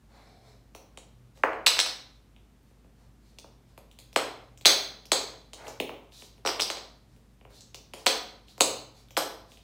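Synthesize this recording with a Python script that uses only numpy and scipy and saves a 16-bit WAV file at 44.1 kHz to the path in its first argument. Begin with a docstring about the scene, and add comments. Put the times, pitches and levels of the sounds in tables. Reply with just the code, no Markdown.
"""Parrot with a wooden block on a board floor

A parrot bangs a small wooden block on the floor of a living room, drops it, drags it and steps about.
Each contact sends a dispersive bending wave through the boards (a falling chirp); blows also crack and
ring the block's modes, and rubbing is a dense train of slips. Two near walls and a diffuse room answer.
A low motor hum, a wavering drone and room hiss lie underneath.
"""
import sys
import numpy as np
from scipy import signal
from scipy.fft import rfft, irfft, next_fast_len
from scipy.io import wavfile
from scipy.ndimage import uniform_filter1d, minimum_filter1d

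SR = 44100
rng = np.random.default_rng(int(sys.argv[2]) if len(sys.argv) > 2 else 0)


def master(y):
    """Save y as 16-bit WAV."""
    cut = np.clip(np.atleast_2d(y).T, -1, 1)
    pcm = np.round(cut * 32767)  # scale
    wavfile.write(sys.argv[1], SR, pcm.astype(np.int16))


N = 424683
PULSE = 2048   # samples in one board wave
SIZE = next_fast_len(N + SR)   # transform length, with room for delays
HZ = np.maximum(np.arange(SIZE // 2 + 1) * SR / SIZE, 1.)


def from_db(db):
    """Logarithmic level: the amplitude gain of a level in dB."""
    return 10 ** (np.asarray(db) / 20)


def rms_one(x):
    """Normalisation: scales a signal to an rms of 1."""
    return x / np.sqrt(np.mean(x ** 2) + 1e-20)


def at_hz(points, hz, count=1):
    """Interpolation: reads a column of a spectrum table along a log-frequency axis."""
    points = np.array(points)
    return np.interp(np.log(hz), np.log(points[:, 0]), points[:, count])


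def through(x, response):
    """Linear filtering: multiplies the spectrum by a frequency response."""
    return irfft(rfft(x, SIZE) * response, SIZE)[:N]


def filtered(x, order, kind, hz):
    """Linear filtering: a Butterworth filter of the given order and kind."""
    return signal.sosfilt(signal.butter(order, hz, kind, fs=SR, output="sos"), x)


def ring(x, modes):
    """Modal resonance: a unit click sets each mode ringing as a decaying sine at its level."""
    out = 0
    for hz, mode_db, t60_s in modes:
        radius = from_db(-60 / (t60_s * SR))
        angle = 2 * np.pi * hz / SR
        numerator = [0, from_db(mode_db) * np.sin(angle)]
        denominator = [1, -2 * radius * np.cos(angle), radius * radius]
        out = out + signal.lfilter(numerator, denominator, x + 1e-18)
    return out


BENDING_LAG_S = .0028   # how far 875 Hz trails 3.5 kHz


def board_wave(centre_hz, octaves):
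    """Dispersion: bending waves travel with the root of frequency, so the bass trails.

    The peak is 1; 3.5 kHz arrives half-way in.
    """
    hz = np.arange(PULSE // 2 + 1) * SR / PULSE + 1.
    bending_cycles = BENDING_LAG_S * (2 * np.sqrt(3500 * hz) - hz)
    phase = 2 * np.pi * (bending_cycles + hz * PULSE / 2 / SR)
    off = np.log2(hz / centre_hz) / octaves
    shape_db = -6 * np.where(off > 0, off ** 4, off ** 2)   # a soft contact cuts the top steeply
    skirt_db = -13 - 13 * np.abs(np.log2(hz / centre_hz))   # weaker, broad spread of the blow
    skirt_db -= 12 * np.log2(np.maximum(400 / hz, 1))   # the boards radiate little deep bass
    wave = irfft((from_db(shape_db) + from_db(skirt_db)) * np.exp(-1j * phase), PULSE)
    return wave / np.abs(wave).max()


# Ways of landing, relative to the ring level of the blow:
# mode_family_1_db, mode_family_2_db, mode_family_3_db, mode_family_4_db, crack_db
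FLAT = (-1, -11, -6, -5, 6.5)
CORNER = (-2.5, -12, -13, -9.5, -4.5)
BLUNT = (-12, -17.5, -13, -15, 14.5)   # the beak damps the block
EDGE = (-5.5, -1.5, -23, -9, 4.5)
TIP = (-16.5, -23, -11, -7, 11.5)
# The block hits the floor; thud and snap are peaks of the low and the high board wave:
# start_s, thud_db, thud_hz, snap_db, ring_db, landing
BLOWS = [(1.436, -7.5, 894, -18, -38.5, BLUNT), (1.532, -25, 750, -31.5, -57, CORNER),
         (1.663, -34, 950, -15, -15, FLAT), (1.667, -16, 1040, -5.5, -9.5, CORNER),
         (1.768, -29, 870, -40, -34, EDGE), (1.786, -30, 980, -23, -30, FLAT),
         (1.79, -20, 980, -13.5, -16.5, EDGE), (1.8, -44, 920, -16, -14, CORNER),
         (1.862, -30.5, 824, -24, -29.5, EDGE), (4.161, -11, 677, -10, -16.5, CORNER),
         (4.651, -26, 664, -11, -31, FLAT), (4.656, -10.5, 695, -1, -3.5, FLAT),
         (5.118, -15.5, 644, -12.5, -15.5, FLAT), (5.801, -22, 420, -16, -27.5, BLUNT),
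         (6.45, -21.5, 630, -36, -37, EDGE), (6.461, -21, 750, -25, -26.5, EDGE),
         (6.474, -24.5, 715, -16, -25.5, EDGE), (6.49, -21.5, 760, -25, -33, EDGE),
         (6.596, -24.5, 760, -22, -31, TIP), (6.601, -32.5, 785, -12.5, -29, FLAT),
         (6.608, -34, 766, -25, -21, EDGE), (6.619, -28.5, 585, -34, -20.5, EDGE),
         (6.701, -25.5, 714, -21, -29.5, FLAT), (6.77, -37, 580, -39, -38, CORNER),
         (7.607, -68, 500, -61, -40.5, CORNER), (8.062, -21, 684, -24, -18, TIP),
         (8.066, -14, 704, -7.5, -14, CORNER), (8.603, -28, 670, -39, -24, TIP),
         (8.607, -12, 616, -10, -8, FLAT), (9.168, -21, 800, -16.5, -24, EDGE),
         (9.174, -15.5, 694, -38, -19.5, BLUNT)]
# Claws and beak touch the floor: start_s, thud_db, snap_db, tick_db
STEPS = [(0.749, -39, -39.5, -18.5), (0.974, -40, -35.5, -17), (1.374, -52, -51, -50),
         (2.364, -57.5, -47.5, -65), (2.63, -64, -71.5, -58), (2.71, -60, -65.5, -59.5),
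         (2.845, -54.5, -62.5, -64), (3.386, -48.5, -37.5, -20.5), (3.443, -41.5, -62, -49.5),
         (3.777, -40.5, -44, -25.5), (3.914, -63.5, -45.5, -33), (3.988, -52.5, -42.5, -22),
         (4.129, -52, -45, -24.5), (4.575, -58, -47, -28.5), (4.611, -51, -43.5, -22),
         (5.055, -54, -42, -24.5), (5.533, -42, -36, -17.5), (5.669, -42, -35, -29),
         (5.68, -34.5, -49, -20), (5.893, -30, -30.5, -35), (5.936, -50, -50, -42),
         (6.122, -61, -46, -49.5), (6.222, -44.5, -39, -34.5), (6.38, -55, -54, -50.5),
         (7.163, -60, -57, -51), (7.412, -51, -49, -62), (7.451, -43.5, -46.5, -58), (7.505, -54, -59, -45),
         (7.745, -42, -34, -16.5), (7.936, -35, -30.5, -13), (8.484, -64, -43, -45),
         (8.579, -40.5, -45, -23), (9.086, -74, -50, -46.5), (9.107, -50, -43, -24.5),
         (9.149, -68, -54, -44), (9.519, -57, -42.5, -40), (9.573, -56.5, -43.5, -39)]
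# Resonances of the floor: pitch_hz, level_db, t60_s
FLOOR_MODES = [(321, -47.5, 0.054), (452, -51, 0.089), (557.7, -52.5, 0.09), (668, -53.5, 0.034),
               (780.2, -50.5, 0.02)]
THUD_OCTAVES, SNAP_OCTAVES = 1.104, .4   # widths of the low and the high board wave
SNAP_HZ, SNAP_OCTAVES_PER_DB = 2500, .016   # a sharper contact (snap above thud) snaps higher
STEP_THUD_HZ, STEP_THUD_HZ_PER_DB = 577, 8.5
FIRM_STEP_DB = -42.5   # steps softer than this thud lower


def boards():
    """Impact excitation: each contact chirps in its own colour and leaves the floor modes ringing."""
    out = np.zeros(N + PULSE)
    contacts = [(s, thud_db, thud_hz, snap_db) for s, thud_db, thud_hz, snap_db, *_ in BLOWS]
    for s, thud_db, snap_db, _ in STEPS:
        thud_hz = STEP_THUD_HZ + STEP_THUD_HZ_PER_DB * min(thud_db - FIRM_STEP_DB, 0)
        contacts.append((s, thud_db, thud_hz, snap_db))
    for s, thud_db, thud_hz, snap_db in contacts:
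        at = round(s * SR) - PULSE // 2
        snap_hz = SNAP_HZ * 2 ** (SNAP_OCTAVES_PER_DB * (snap_db - thud_db))
        out[at:at + PULSE] += from_db(thud_db) * board_wave(thud_hz, THUD_OCTAVES)
        out[at:at + PULSE] += from_db(snap_db) * board_wave(snap_hz, SNAP_OCTAVES)
    return out[:N] + ring(out[:N], FLOOR_MODES)


def landings():
    """Modal excitation: blow times, with the drive of each mode family and of the crack by landing."""
    rows = [(s, *(ring_db + np.array(way))) for s, *_, ring_db, way in BLOWS]
    s, *levels_db = np.transpose(rows)
    return s, levels_db


AIR_LAG_S = .001   # delay of the airborne sound


def burst(s, level_db, decay_s):
    """Broadband impact: one short dying puff of noise per contact, of set energy, just after its time."""
    out, t = np.zeros(N), np.arange(PULSE // 4) / SR
    puffs = rng.standard_normal((len(s), len(t))) * np.exp(-t / decay_s)
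    starts = np.round((s + AIR_LAG_S) * SR).astype(int)
    for at, gain, puff in zip(starts, from_db(level_db), puffs):
        out[at:at + len(t)] += gain * puff / np.sqrt(np.sum(puff ** 2))
    return out


# Block resonances in four families, mixed differently by each way of landing: pitch_hz, level_db, t60_s
BLOCK_MODES = [
    [(3662, -4.5, 0.012), (4014, 0, 0.016), (4310, -1, 0.013)],
    [(5000, -0.5, 0.0082), (5182, -1, 0.01), (5620, -3.5, 0.014)],
    [(6400, 4.5, 0.0065), (6500, -10.5, 0.0032)],
    [(7830, 1, 0.0065), (8050, -3.5, 0.0058), (8860, -4, 0.0072)],
]
CONTACT_S = .00003   # decay time of the rough contact


def block():
    """Modal radiation: rough contacts ring each family of modes; a small body radiates no bass."""
    s, levels_db = landings()
    rings = 0
    for modes, blow_db in zip(BLOCK_MODES, levels_db):   # the last level, the crack, is left over
        rings = rings + ring(burst(s, blow_db, CONTACT_S), modes)
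    return filtered(rings, 2, "high", 1200)


CRACK_S = .0003   # decay time of cracks and ticks
CRACK_HZ, TICK_HZ = 8200, (3360, 7800)   # lower edge of the crack, band of the tick
STEP_CRACK_DB, STEP_CRACK_FOLLOWS = -22, 0.49   # the crack of a step grows with its tick


def cracks():
    """Impulsive contact noise: every contact cracks in the treble; claws and beak also tick unringing."""
    s, levels_db = landings()
    step_s, *_, tick_db = np.transpose(STEPS)
    crack = burst(s, levels_db[-1], CRACK_S)
    crack += burst(step_s, STEP_CRACK_DB + STEP_CRACK_FOLLOWS * tick_db, CRACK_S)
    ticks = burst(step_s, tick_db, CRACK_S)
    return filtered(crack, 4, "high", CRACK_HZ) + filtered(ticks, 2, "band", TICK_HZ)


def grains(per_s, spread_db):
    """Stick-slip friction: random slips of uneven size and sign."""
    sizes = from_db(spread_db * np.minimum(rng.exponential(1, N), 4)) * rng.choice([-1, 1], N)
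    return sizes * (rng.random(N) < per_s / SR)


# Rubbing and shuffling strokes, rms levels at the crest of the stroke (boards rumble, block dragged flat,
# block dragged on edge, rustle): start_s, length_s, rumble_db, flat_db, edge_db, rustle_db
RUBS = [(0.074, 0.27, -63.5, -71, -75, -74.5), (0.224, 0.24, -76.5, -74, -66.5, -85),
        (0.398, .2, -68, -74.5, -68, -73.5), (1.347, 0.062, -70, -87, -72, -65.5),
        (1.385, 0.033, -65, -90, -85, -86.5), (2.62, .15, -83, -99, -99, -82.5),
        (2.951, 0.16, -73, -83, -82.5, -79), (3.203, .18, -81.5, -79, -84, -76),
        (3.66, 0.083, -77.5, -83, -93.5, -77), (5.557, 0.16, -52, -75, -66, -70),
        (5.634, 0.12, -58, -70, -72, -60), (6.109, 0.094, -79, -61, -79, -60),
        (6.158, 0.14, -71.5, -66.5, -81, -56.5), (7.07, 0.15, -78, -90.5, -95, -78),
        (7.49, 0.051, -65.5, -75, -81, -72), (7.52, 0.095, -85, -65, -79, -62.5),
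        (7.94, 0.11, -60.5, -75, -72, -61), (8.465, 0.084, -83, -64, -80.5, -65),
        (8.93, .13, -73, -70, -78, -66.5), (9.47, 0.12, -81, -80, -84, -64.5)]
# Resonances of floor and block while the block slides on edge, relative levels: pitch_hz, level_db, t60_s
EDGE_DRAG = [(770, 14, .02), (2360, 5, .02), (5120, 0, .035), (7830, -9, .03)]
# Relative spectrum of the boards under rubbing: frequency_hz, density_db (dB per Hz)
RUMBLE = [(150, -55), (300, -12.5), (550, -5), (900, -1.5), (1500, -9), (2500, -12.5), (4000, -49)]
# Relative spectrum of feathers and claws: frequency_hz, density_db (dB per Hz)
RUSTLE = [(900, -61), (2200, -10), (4000, 2), (7000, -2.5), (11000, -10), (16000, -14)]
STROKE_SKEW, STROKE_NARROW = .75, 1.5   # a stroke swells faster than it fades; sharpness of its hump


def rubs():
    """Friction excitation: dense slips drive boards and block; feathers and claws add a grainy rustle."""
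    slips = grains(5000, spread_db=2.5)
    rumble = rms_one(through(slips, from_db(at_hz(RUMBLE, HZ))))
    flat = rms_one(ring(slips, BLOCK_MODES[0]))
    edge = rms_one(ring(slips, EDGE_DRAG))
    rustle = rms_one(through(grains(8000, spread_db=2.), from_db(at_hz(RUSTLE, HZ))))
    sounds, out = np.array([rumble, flat, edge, rustle]), np.zeros(N)
    for s, length_s, *levels_db in RUBS:
        at = round(s * SR)
        progress = np.linspace(0, 1, round(length_s * SR))
        hump = np.abs(np.sin(np.pi * progress ** STROKE_SKEW)) ** STROKE_NARROW
        stroke = from_db(levels_db) @ sounds[:, at:at + len(hump)]
        out[at:at + len(hump)] += hump[:len(stroke)] * stroke
    return out


# Reflections from two close surfaces: delay_s, level_db
ECHOES = [(.0046, -7), (.0116, -5)]


def near_walls(x):
    """Early reflection: airborne sound comes back delayed from two close surfaces."""
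    response = sum(from_db(level_db) * np.exp(-2j * np.pi * HZ * delay_s) for delay_s, level_db in ECHOES)
    return through(x, response)


# Reverberation by band, levels relative to ROOM_DB: frequency_hz, t60_s, level_db
ROOM = [(143, 0.62, -1), (404, 0.57, 4.5), (1070, 0.58, 0.5), (2720, 0.51, -1), (4800, 0.5, 4),
        (9600, 0.3, 3.5), (16300, 0.46, 2)]
ROOM_DB, ROOM_RISE_S = -29.5, 0.00067   # tail gain, time constant of its build-up
SECTION_S = .4   # spacing of the time sections, each with its own noise tail


def room(x):
    """Diffuse reverberation: noise tails die band by band, crossfading from section to section."""
    hop, t = int(SECTION_S * SR), np.arange(SR // 2) / SR
    sections, tails = N // hop + 2, 0
    edges = 100 * 2 ** np.arange(0, 7.6, .5)   # half-octave bands, Hz
    white = rng.standard_normal((2, sections, len(t)))
    for k, (low, high) in enumerate(zip(edges, edges[1:])):
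        band = filtered(white[k % 2], 2, "band", [low, high])   # neighbouring bands use separate noise
        hz = np.sqrt(low * high)
        decay_db = at_hz(ROOM, hz, count=2) - 60 * t / at_hz(ROOM, hz)
        tails = tails + band * from_db(decay_db)
    tails = tails * (1 - np.exp(-t / ROOM_RISE_S)) * from_db(ROOM_DB)
    padded, out = np.pad(x, (hop, 2 * hop)), np.zeros(N + 3 * hop + len(t))
    for k, tail in enumerate(tails):
        section = padded[k * hop:(k + 2) * hop] * np.hanning(2 * hop)
        wet = signal.fftconvolve(section, tail)
        out[k * hop:k * hop + len(wet)] += wet
    return out[hop:hop + N]


# Narrow noise resonances, width at half amplitude and rms level: pitch_hz, width_hz, level_db
DRONE = [(100, 13, -73), (121.67, 3.3, -65.5), (222, 25, -79)]
# Relative spectrum of the room hiss: frequency_hz, density_db (dB per Hz)
HISS = [(18, -29), (30, 5), (65, -6.5), (163, -8.5), (235, -8), (340, -17), (388, -17), (493, -21),
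        (1800, -30), (8760, -38.5), (12000, -42.5), (14800, -41), (16500, -54.5)]
HISS_DB, HUM_HZ, HUM_DB = -59.5, 52.8, -60.5   # rms levels and hum pitch


def background():
    """Stationary noise: a steady motor hum and a wavering drone of narrow-band noise over room hiss."""
    out = from_db(HISS_DB) * rms_one(through(rng.standard_normal(N), from_db(at_hz(HISS, HZ))))
    out += from_db(HUM_DB) * np.sqrt(2) * np.sin(2 * np.pi * HUM_HZ * np.arange(N) / SR)
    for hz, width_hz, level_db in DRONE:
        resonance = 1 / (1 + (2 * (HZ - hz) / width_hz) ** 2)
        out += from_db(level_db) * rms_one(through(rng.standard_normal(N), resonance))
    return out


BOARDS_IN_ROOM_DB = -3   # the board waves reach the room more weakly than the microphone


def scene():
    """Superposition: contacts and rubbing, their reflections and reverberation, over the background."""
    floor = boards()
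    airborne = block() + cracks()
    rubbing = rubs()
    reverberant = room(from_db(BOARDS_IN_ROOM_DB) * floor + airborne + rubbing)
    return (floor + airborne + rubbing + near_walls(airborne) + reverberant + background())[None]


TOP, LIMITER_S = .88, .004   # ceiling (full scale 1), limiter span
LOW_CUT_HZ, CUTOFF_HZ = 47, 16700


def record(dry):
    """Dynamic limiting and band limiting: look-ahead gain holds the peaks; deep bass and top are cut."""
    span = int(LIMITER_S * SR)
    needed = np.minimum(1, TOP / (np.abs(dry) + 1e-9))
    gain = uniform_filter1d(minimum_filter1d(needed, size=span), size=span)
    x = filtered(gain * dry, 8, "high", LOW_CUT_HZ)
    return signal.sosfilt(signal.cheby2(14, 70, CUTOFF_HZ, fs=SR, output="sos"), x)


dry = scene()
out = record(dry)
master(out)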